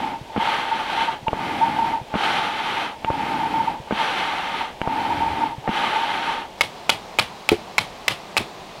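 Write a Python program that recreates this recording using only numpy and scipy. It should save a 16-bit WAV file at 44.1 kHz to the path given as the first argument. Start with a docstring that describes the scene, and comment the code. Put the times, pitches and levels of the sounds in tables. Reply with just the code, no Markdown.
"""Air is already rushing through a wooden piston bellows as it blows into a clay furnace.
Shaped noise makes the rush, and the blowpipe hoots unevenly at its main resonance.
Ringing valve flaps clack and the hollow barrel thumps as the strokes turn.
Then a heavy blade pares a bamboo tube in seven quick chops: ringing blows, snapping fibres, echoes.
Two chops also knock on the log; a soft outdoor background of shaped noise runs throughout."""
import sys
import numpy as np
from scipy import signal
from scipy.fft import rfft, irfft
from scipy.io import wavfile
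from scipy.ndimage import uniform_filter1d

SR = 44100
rng = np.random.default_rng(int(sys.argv[2]) if len(sys.argv) > 2 else 0)


def wav_record(signal):
    """Record a signal, one row per channel, as 16-bit PCM in the file named by sys.argv[1]."""
    frames = np.transpose(np.atleast_2d(signal))
    bounded = np.clip(frames, -1, 1)
    # unit amplitude maps onto the largest positive 16-bit level
    quanta = np.round(bounded * 32767).astype(np.int16)
    wavfile.write(sys.argv[1], SR, quanta)


N = 388080
TIME = np.arange(N) / SR


def amp(db):
    """Turn decibels into gain."""
    return 10 ** (np.asarray(db) / 20)


def unit(x):
    """Scale to rms 1."""
    return x / np.sqrt(np.mean(x ** 2))


def peak(x):
    """Scale to peak 1."""
    return x / np.max(np.abs(x))


def add(out, s, x):
    """Mix in a short sound at time s, if its start lies within the scene."""
    i = int(s * SR)
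    if 0 <= i < N:
        out[i:i + len(x)] += x[:N - i]


def walk(rate_hz):
    """Smooth random wander with rms 1; a higher rate wanders faster."""
    hold = int(SR / rate_hz)
    steps = np.repeat(rng.standard_normal(N // hold + 1), hold)
    return unit(uniform_filter1d(steps, hold)[:N])


def colour(x, points):
    """Shape a sound by a spectrum of (frequency [Hz], gain [dB]) points."""
    hz, db = np.transpose(points)
    f = np.maximum(np.fft.rfftfreq(len(x), 1 / SR), 1)
    gain = amp(np.interp(np.log(f), np.log(hz), db))
    return irfft(rfft(x) * gain, len(x))


def lowpass(x, hz, order):
    """Soften the treble above hz."""
    return signal.sosfilt(signal.butter(order, hz, fs=SR, output="sos"), x)


def highpass(x, hz, order=2):
    """Thin out the bass below hz."""
    return signal.sosfilt(signal.butter(order, hz, "high", fs=SR, output="sos"), x)


def resonate(x, hz, width_hz):
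    """One resonance with gain 1 at its centre."""
    return signal.lfilter(*signal.iirpeak(hz, hz / width_hz, fs=SR), x)


def ring(modes, detune, scatter_db):
    """Struck modes; each blow shifts their pitch and strength a little; wider modes die faster."""
    t = TIME[:SR // 6]
    sound = np.zeros(len(t))
    chance = rng.standard_normal((len(modes), 2))
    for (hz, width_hz, db), (stronger, sharper) in zip(modes, chance):
        decay = np.exp(-np.pi * width_hz * t)
        tone = np.sin(2 * np.pi * hz * (1 + detune * sharper) * t)
        sound += amp(db + scatter_db * stronger) * decay * tone
    return sound


# colour of the outdoor air, at the furnace and at the log: (frequency [Hz], relative level [dB])
FURNACE_COLOUR = [(30, 2), (70, -2.5), (150, -4), (600, -1), (900, 1), (1200, -13.5), (1800, -12.5),
                  (3200, -11.5), (5000, -20.5), (8000, -27.5), (16000, -37.5)]
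YARD_COLOUR = [(18, -50), (30, -4), (93, -12), (199, -4.5), (280, -10), (404, -5.5), (526, -8), (584, -5.5),
               (740, -2), (1160, -8.5), (1390, -15.5), (2410, -15.5), (4080, -17.5), (11100, -37),
               (16000, -41)]


def outdoors(spectrum, db):
    """A soft background whose low part is restless while the distant hiss stays smooth."""
    air = unit(colour(rng.standard_normal(N), spectrum))
    restless = 0.069 * walk(14) * lowpass(air, 1100, order=1)
    return amp(db) * (air + restless)


def background(move_s=6.57, fade_s=0.0086):
    """The air at the furnace gives way quickly to the air at the log."""
    at_log = np.clip((TIME - move_s) / fade_s, 0, 1)
    furnace = outdoors(FURNACE_COLOUR, db=-40)
    yard = outdoors(YARD_COLOUR, db=-38)
    return (1 - at_log) * furnace + at_log * yard


def draught(at_s=5.24, spread_s=0.13, db=-36, hz=80, width_hz=35):
    """A low rumble of moving air, made of resonant noise, swells and fades once."""
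    swell = amp(db) * np.exp(-((TIME - at_s) / spread_s) ** 2)
    noise = rng.standard_normal(N)
    return swell * unit(resonate(resonate(noise, hz, width_hz), hz, width_hz))


def thump(hz, db, decay_s=0.0083, rise_s=0.00056, sub_hz=85, sub_db=-16, sub_decay_s=0.0053):
    """A short boom: one fading tone with a weaker, deeper one under it."""
    t = TIME[:SR // 10]
    boom = np.sin(2 * np.pi * hz * t) * np.exp(-t / decay_s)
    sub = amp(sub_db) * np.sin(2 * np.pi * sub_hz * t) * np.exp(-t / sub_decay_s)
    return -amp(db) * peak((boom + sub) * (1 - np.exp(-t / rise_s)))


# push strokes of the piston: (time [s], length [s], relative rush level [dB], droop of effort [dB],
# mid-stroke sag [dB], relative hoot level [dB], flap level [dB])
PUSH_STROKES = [(0.377, 0.8, -26, 0.5, 5, -26.5, -8), (2.155, 0.79, -23.5, 4.5, 3.5, -27.5, -8),
                (3.9237, 0.81, -24.5, 6, 0, -29, -7.5), (5.691, .78, -25.5, 4, -0.5, -27.5, -8.5)]
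# soft stops of the piston at the end of a stroke: (time [s], level [dB])
PISTON_STOPS = [(.212, -25), (1.228, -30), (2.013, -25), (3.8, -27), (5.581, -24)]


def barrel():
    """The pressure jumps as each push begins; the piston bumps softly and lower where it stops."""
    out = np.zeros(N)
    for s, *_ in PUSH_STROKES:
        add(out, s, thump(207, -11.5, decay_s=0.0059))
    for s, db in PISTON_STOPS:
        add(out, s, thump(130, db))
    return out


# modes of a flap on its seat: (frequency [Hz], width [Hz], relative level [dB])
FLAP_RINGING = [(159.3, 290, 2), (525, 220, -5), (716, 340, 6.5), (886, 35, -8.5), (1200, 250, -1.5),
                (1540, 500, 3), (2290, 420, 3), (2820, 213, -2)]


def clack(db, bright_hz, bounce_db, bounce_s=0.0065, chatter_db=-27, chatter_s=0.0049):
    """A flap slaps shut, chatters and bounces; a softer contact gives a duller clack."""
    t = TIME[:SR // 50]
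    push = amp(chatter_db) * np.exp(-t / chatter_s) * rng.standard_normal(len(t))
    push[0] = 1  # the slap itself
    flap = ring(FLAP_RINGING, detune=0.025, scatter_db=1.2)
    slap = amp(db) * peak(lowpass(signal.fftconvolve(flap, push), bright_hz, order=4))
    bounce = np.pad(slap, (int(bounce_s * SR), 0))[:len(slap)]
    return slap + amp(bounce_db) * bounce


# pull strokes, the first already under way: (time [s], length [s], relative rush level [dB],
# droop of effort [dB], relative hoot level [dB], flap level [dB], wait for second flap [s])
PULL_STROKES = [(-.54, 0.72, -35, 1, -28, -5, .055), (1.282, .73, -30.5, 4, -29, -4, 0.049),
                (3.0469, 0.734, -30, 6.5, -27.5, -4.5, .0557), (4.816, 0.73, -30.5, 4.5, -26, -3.5, 0.059)]


def valves(push_lead_s=0.0146):
    """Flaps shut in pairs: one just ahead of a push and one with it; a sharp then a dull one on a pull."""
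    out = np.zeros(N)
    for s, *_, db in PUSH_STROKES:
        add(out, s - push_lead_s, clack(db, 1960, bounce_db=-10.5, chatter_db=-18, chatter_s=0.0076))
        add(out, s, clack(db - 3, 3080, bounce_db=-26))
    for s, *_, db, wait_s in PULL_STROKES:
        add(out, s, clack(db, 3180, bounce_db=-23, chatter_db=-26.5, chatter_s=0.0032))
        add(out, s + wait_s, clack(db - 1, 1230, bounce_db=-23))
    return out


def stroke(s, length, sag_db, droop_db, lead_s, attack_s, release_s, overrun_s):
    """Gain of one stroke: it builds up, holds while it droops and may sag midway, then runs out."""
    travel = np.clip((TIME - s) / length, 0, 1)
    attack = np.clip((TIME - s + lead_s) / attack_s, 0, 1)
    release = np.clip((s + length + overrun_s - TIME) / release_s, 0, 1)
    slack = np.exp(-((travel - 0.46) / 0.17) ** 2)
    hold = amp(-droop_db * travel - sag_db * slack)
    return attack * np.sin(np.pi / 2 * release) ** 2 * hold


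# upper resonances of the blowpipe: (frequency [Hz], width [Hz], relative level [dB])
PIPE_RESONANCES = [(1219, 140, 4), (1515, 330, -3.5), (2090, 77, -2), (2510, 64, -10.5), (3084, 146, -5.5),
                   (5800, 430, -5)]


def rush(flow, spectrum, pipe_db, flutter_db, surge_db, db):
    """Turbulent air in the nozzle, coloured by the pipe; a weak flow is duller."""
    air = colour(rng.standard_normal(N), spectrum)
    pipe = sum(amp(g) * resonate(air, hz, width_hz) for hz, width_hz, g in PIPE_RESONANCES)
    air = air + amp(pipe_db) * pipe
    treble = signal.sosfiltfilt(signal.butter(2, 1100, "high", fs=SR, output="sos"), air)
    # the body weakens less than the treble as the flow drops
    body = (air - treble) * flow.max() * (flow / flow.max()) ** 0.74
    gain = amp(db + flutter_db * walk(35) + surge_db * walk(8.3))
    return gain * (flow * treble + body) / np.std(treble)


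# colour of the rushing air on a push and on a pull: (frequency [Hz], relative level [dB])
PUSH_COLOUR = [(30, -26), (90, -12.5), (170, -3), (280, -0.5), (450, -2.5), (660, -1), (800, 9.5),
               (1000, -2.5), (2000, -1), (3300, -1.5), (4250, -8.5), (4900, -17), (6800, -26), (11000, -29),
               (16000, -48)]
PULL_COLOUR = [(30, -3), (110, 3), (310, 11.5), (420, 0), (660, 2.5), (800, 13), (1000, -2.5), (1800, -2),
               (2400, 0), (2750, -3.5), (3150, -4), (4300, -11), (6300, -25.5), (11000, -27.5),
               (16000, -40)]
# each flow starts ahead of its stroke time and runs on past its end
PUSH_FLOW = dict(lead_s=0.029, attack_s=0.11, release_s=0.19, overrun_s=0.034)
PULL_FLOW = dict(lead_s=0.027, attack_s=0.22, release_s=0.17, overrun_s=0.042)
PUSH_SEEP = dict(lead_s=0.069, attack_s=0.025, release_s=0.046, overrun_s=0.02)


def air_rush(seep_db=-47.5):
    """Pushes and pulls drive the air; a little seeps through as soon as the hand leans on the piston."""
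    push_flow, seep, pull_flow = np.zeros(N), np.zeros(N), np.zeros(N)
    for s, length, db, droop_db, sag_db, *_ in PUSH_STROKES:
        push_flow += amp(db) * stroke(s, length, sag_db, droop_db, **PUSH_FLOW)
        seep += amp(seep_db) * stroke(s, length, 0, 0, **PUSH_SEEP)
    for s, length, db, droop_db, *_ in PULL_STROKES:
        pull_flow += amp(db) * stroke(s, length, 0, droop_db, **PULL_FLOW)
    push_flow = np.hypot(push_flow, seep)
    push = rush(push_flow, PUSH_COLOUR, pipe_db=0.5, flutter_db=0.85, surge_db=0.5, db=-1)
    pull = rush(pull_flow, PULL_COLOUR, pipe_db=-1, flutter_db=0.5, surge_db=-0.17, db=-0.5)
    return push + pull


# short toots as the pipe catches and whistles: (time [s], length [s], relative level [dB])
PIPE_TOOTS = [(0.06, 0.025, -29), (.296, 0.022, -34), (0.397, 0.036, -23), (.474, 0.017, -20),
              (0.712, 0.041, -21.5), (0.974, 0.062, -23.5), (1.077, 0.011, -18.5), (1.267, 0.01, -17.5),
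              (1.387, 0.058, -26.5), (1.61, 0.041, -16.5), (1.665, 0.029, -19.5), (1.785, 0.065, -21.5),
              (1.861, 0.095, -25.5), (2.253, 0.021, -22), (2.763, 0.013, -19), (3.067, 0.021, -23),
              (3.387, 0.088, -20.5), (3.539, 0.041, -19.5), (3.593, 0.021, -21), (3.672, 0.015, -21.5),
              (3.992, 0.032, -22.5), (4.525, .025, -27.5), (4.608, 0.0084, -24.5), (5.194, 0.089, -21.5),
              (5.405, 0.035, -18.5), (5.957, 0.09, -22), (6.276, 0.048, -26)]


def toots(rise_s=0.0014, release_s=0.00695, falter_s=0.013, falter_db=-6):
    """Strength of the toots, and gain of the steady hoot, which falters just before each one catches."""
    out, falter, t = np.zeros(N), np.zeros(N), TIME[:SR // 5]
    dip = np.hanning(int(1.33 * falter_s * SR))
    for s, length, db in PIPE_TOOTS:
        release = np.exp(-np.maximum(t - length, 0) / release_s)
        add(out, s, amp(db) * (1 - np.exp(-t / rise_s)) * release)
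        add(falter, s - falter_s, dip)
    return out, amp(falter_db * falter)


# the blowpipe answers even a weak flow, so it sounds earlier and mostly for longer
PUSH_HOOT = dict(lead_s=0.079, attack_s=0.12, droop_db=5.5, release_s=0.17, overrun_s=0.078)
PULL_HOOT = dict(lead_s=0.047, attack_s=0.16, droop_db=0, release_s=0.083, overrun_s=0.034)


def hoot(hz=903, wander_hz=19, toot_wander_hz=9, tone_db=-3.5, breathy_db=-2.5):
    """The pipe's main resonance mixes noise and a wavering whistle; in a toot its pitch steadies."""
    drive = np.zeros(N)
    for s, length, _, _, sag_db, db, _ in PUSH_STROKES:
        drive += amp(db) * stroke(s, length, sag_db / 2, **PUSH_HOOT)
    for s, length, _, _, db, _, _ in PULL_STROKES:
        drive += amp(db) * stroke(s, length, 0, **PULL_HOOT)
    toot, falter = toots()
    drive = drive * falter
    lock = toot / (toot + drive / 2 + 1e-9)  # near 1 while a toot dominates
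    pitch = hz + ((1 - lock) * wander_hz + lock * toot_wander_hz) * walk(70)
    tone = unit(np.sin(2 * np.pi * np.cumsum(pitch) / SR))
    steady = amp(tone_db) * drive * unit(amp(3 * walk(55)))
    strength = np.hypot(steady, toot * unit(amp(3.7 * walk(90))))
    breathy = unit(resonate(resonate(rng.standard_normal(N), 845, 91), 895, 93))
    return strength * tone + amp(breathy_db) * drive * breathy


# modes of the log: (frequency [Hz], width [Hz], relative level [dB])
LOG_MODES = [(95, 14, -13), (160, 25, -5), (260, 33, -5), (364, 23, 2.5), (419, 33, 5), (542, 23, -4),
             (756, 84, 3)]
# knocks of hand and tube on the log: (time [s], level [dB], brightness [Hz])
LOG_KNOCKS = [(7.5174, -4.5, 1000), (8.405, -20, 250)]


def knocks(tick_db=-24, rattle_db=-22, rattle_s=0.0081, ground_db=-10):
    """A chop that follows through thuds on the log and the ground under it, and scuffs the bark."""
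    out, t = np.zeros(N), TIME[:SR // 20]
    for s, db, bright_hz in LOG_KNOCKS:
        push = amp(rattle_db) * rng.standard_normal(len(t)) * np.exp(-t / rattle_s)
        push[0] = 1  # the knock itself
        wood = highpass(ring(LOG_MODES, detune=0.02, scatter_db=1.5), 50)
        thud = peak(lowpass(signal.fftconvolve(wood, push), bright_hz, order=2))
        scuff = rng.standard_normal(len(t)) * np.exp(-t / 0.0017)
        ground = thump(140, db + ground_db, decay_s=0.0053, sub_hz=75, sub_db=-17, sub_decay_s=0.012)
        add(out, s, amp(db) * thud)
        add(out, s, ground)
        add(out, s, amp(db + tick_db) * scuff)
    return out


def gritty_noise(count, grit_db=4):
    """Noise whose strength jumps at random from sample to sample."""
    return rng.standard_normal(count) * amp(grit_db * rng.standard_normal(count))


# colour of the parting fibres: (frequency [Hz], relative level [dB])
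FIBRE_COLOUR = [(200, -12), (1200, 2.5), (2200, -7), (3400, 13), (5000, 4.5), (6500, -7), (10000, -5.5),
                (16000, -21)]


def slice_fibres(t, tube, wait_s, length_s, bright_hz, tear_db=2):
    """Fibres snap one after another, heard directly and through the ringing tube."""
    corners = [wait_s - 0.002, wait_s, wait_s + length_s, wait_s + length_s + 0.002]
    pressure = np.interp(t, corners, [0, 1, 1, 0])
    snaps = pressure * unit(colour(gritty_noise(len(t)), FIBRE_COLOUR))
    through = np.std(snaps) * unit(signal.fftconvolve(snaps, tube)[:len(t)])
    cut = (through + amp(tear_db) * snaps) / np.hypot(1, amp(tear_db))
    return lowpass(cut, bright_hz, order=1)


# colour of the echo from the surroundings: (frequency [Hz], relative level [dB])
ECHO_COLOUR = [(30, -13), (100, 5.5), (400, -3.5), (850, 0.5), (1500, -7.5), (2300, -4.5), (3300, 2),
               (4500, -6.5), (6500, -18.5), (10000, -18.5), (16000, -34)]


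def surroundings(t, tube, echo_s=0.029, decay_s=0.031, early_db=-7, ring_db=-7):
    """Scattered reflections gather, then die away, carrying some of the tube's ring."""
    gather = np.minimum(t / 0.0064, 1) * amp(early_db * np.clip(1 - t / echo_s, 0, 1))
    fade = gather * np.exp(-np.maximum(t - echo_s, 0) / decay_s)
    scatter = unit(colour(gritty_noise(len(t)), ECHO_COLOUR))
    ringing = unit(signal.fftconvolve(scatter, tube)[:len(t)])
    return fade * unit(scatter + amp(ring_db) * ringing)


# modes of the bamboo tube under the blade: (frequency [Hz], width [Hz], relative level [dB])
BAMBOO_MODES = [(345, 62, -17), (596, 37, -9.5), (897, 83, 1.5), (950, 55, -8), (1267, 45, -4),
                (1476, 68, -3), (2220, 127, 8), (2380, 130, 6), (2540, 146, 10.5), (2660, 130, -1),
                (2990, 160, 6.5), (3355, 140, 5), (3570, 250, -9), (4190, 150, -10), (4800, 210, -16),
                (5260, 400, -4), (6940, 91, -11), (7700, 250, -20), (8200, 150, -6.5), (9300, 120, 1),
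                (12800, 200, -19)]
# chops: (time [s], blow level [dB], blow brightness [Hz], wait for slice [s], slice length [s],
# relative slice level [dB], slice brightness [Hz], relative echo level [dB])
BLADE_CHOPS = [(6.6091, 4.5, 1340, 0.003, 0.0077, -13.5, 11000, 0),
               (6.894, 4, 1290, 0.0036, 0.0052, -9.5, 14000, 2.5),
               (7.1875, 3, 1700, 0.0051, .007, -11, 12000, 2.5),
               (7.49, 5, 3500, 0.0029, 0.002, -15, 6000, 1.5),
               (7.7816, 4, 3040, 0.0036, 0.0057, -11, 4500, 1),
               (8.081, 3.5, 3530, 0.0012, 0.0026, -9.5, 9000, 3),
               (8.3678, 1, 1100, 0.0062, 0.008, -11, 11000, 1)]


def chops(crack_db=-26, crack_s=0.0027, echo_db=-27):
    """The edge strikes the tube, then slices through a run of fibres; the surroundings answer."""
    out, t = np.zeros(N), TIME[:SR // 3]
    for s, blow_db, bright_hz, wait_s, length_s, slice_db, slice_hz, wet_db in BLADE_CHOPS:
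        # the tube's ring carries little bass
        tube = peak(highpass(ring(BAMBOO_MODES, detune=0.022, scatter_db=4), 470))
        # a glancing edge presses on for longer, which rounds the blow
        blow = -peak(lowpass(tube, bright_hz, order=1))
        crack = rng.standard_normal(len(t)) * np.exp(-t / crack_s)
        add(out, s, amp(blow_db) * blow)
        add(out, s, amp(blow_db + crack_db) * crack)
        add(out, s, amp(slice_db) * slice_fibres(t, tube, wait_s, length_s, slice_hz))
        add(out, s, amp(echo_db + wet_db) * surroundings(t, tube))
    return out


def scene():
    """First the bellows at the furnace, then the blade at the log."""
    bellows = draught() + barrel() + valves() + air_rush() + hoot()
    paring = knocks() + chops()
    return (background() + bellows + paring)[None]


def record(dry):
    """The microphone sheds the lowest rumble, the loudest blows overload, and the top is cut."""
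    thin = highpass(dry, 42, order=1)
    clipped = np.clip(thin, -0.63, 0.63)
    return signal.sosfilt(signal.ellip(8, 0.2, 70, 15800, fs=SR, output="sos"), clipped)


dry = scene()
out = record(dry)
wav_record(out)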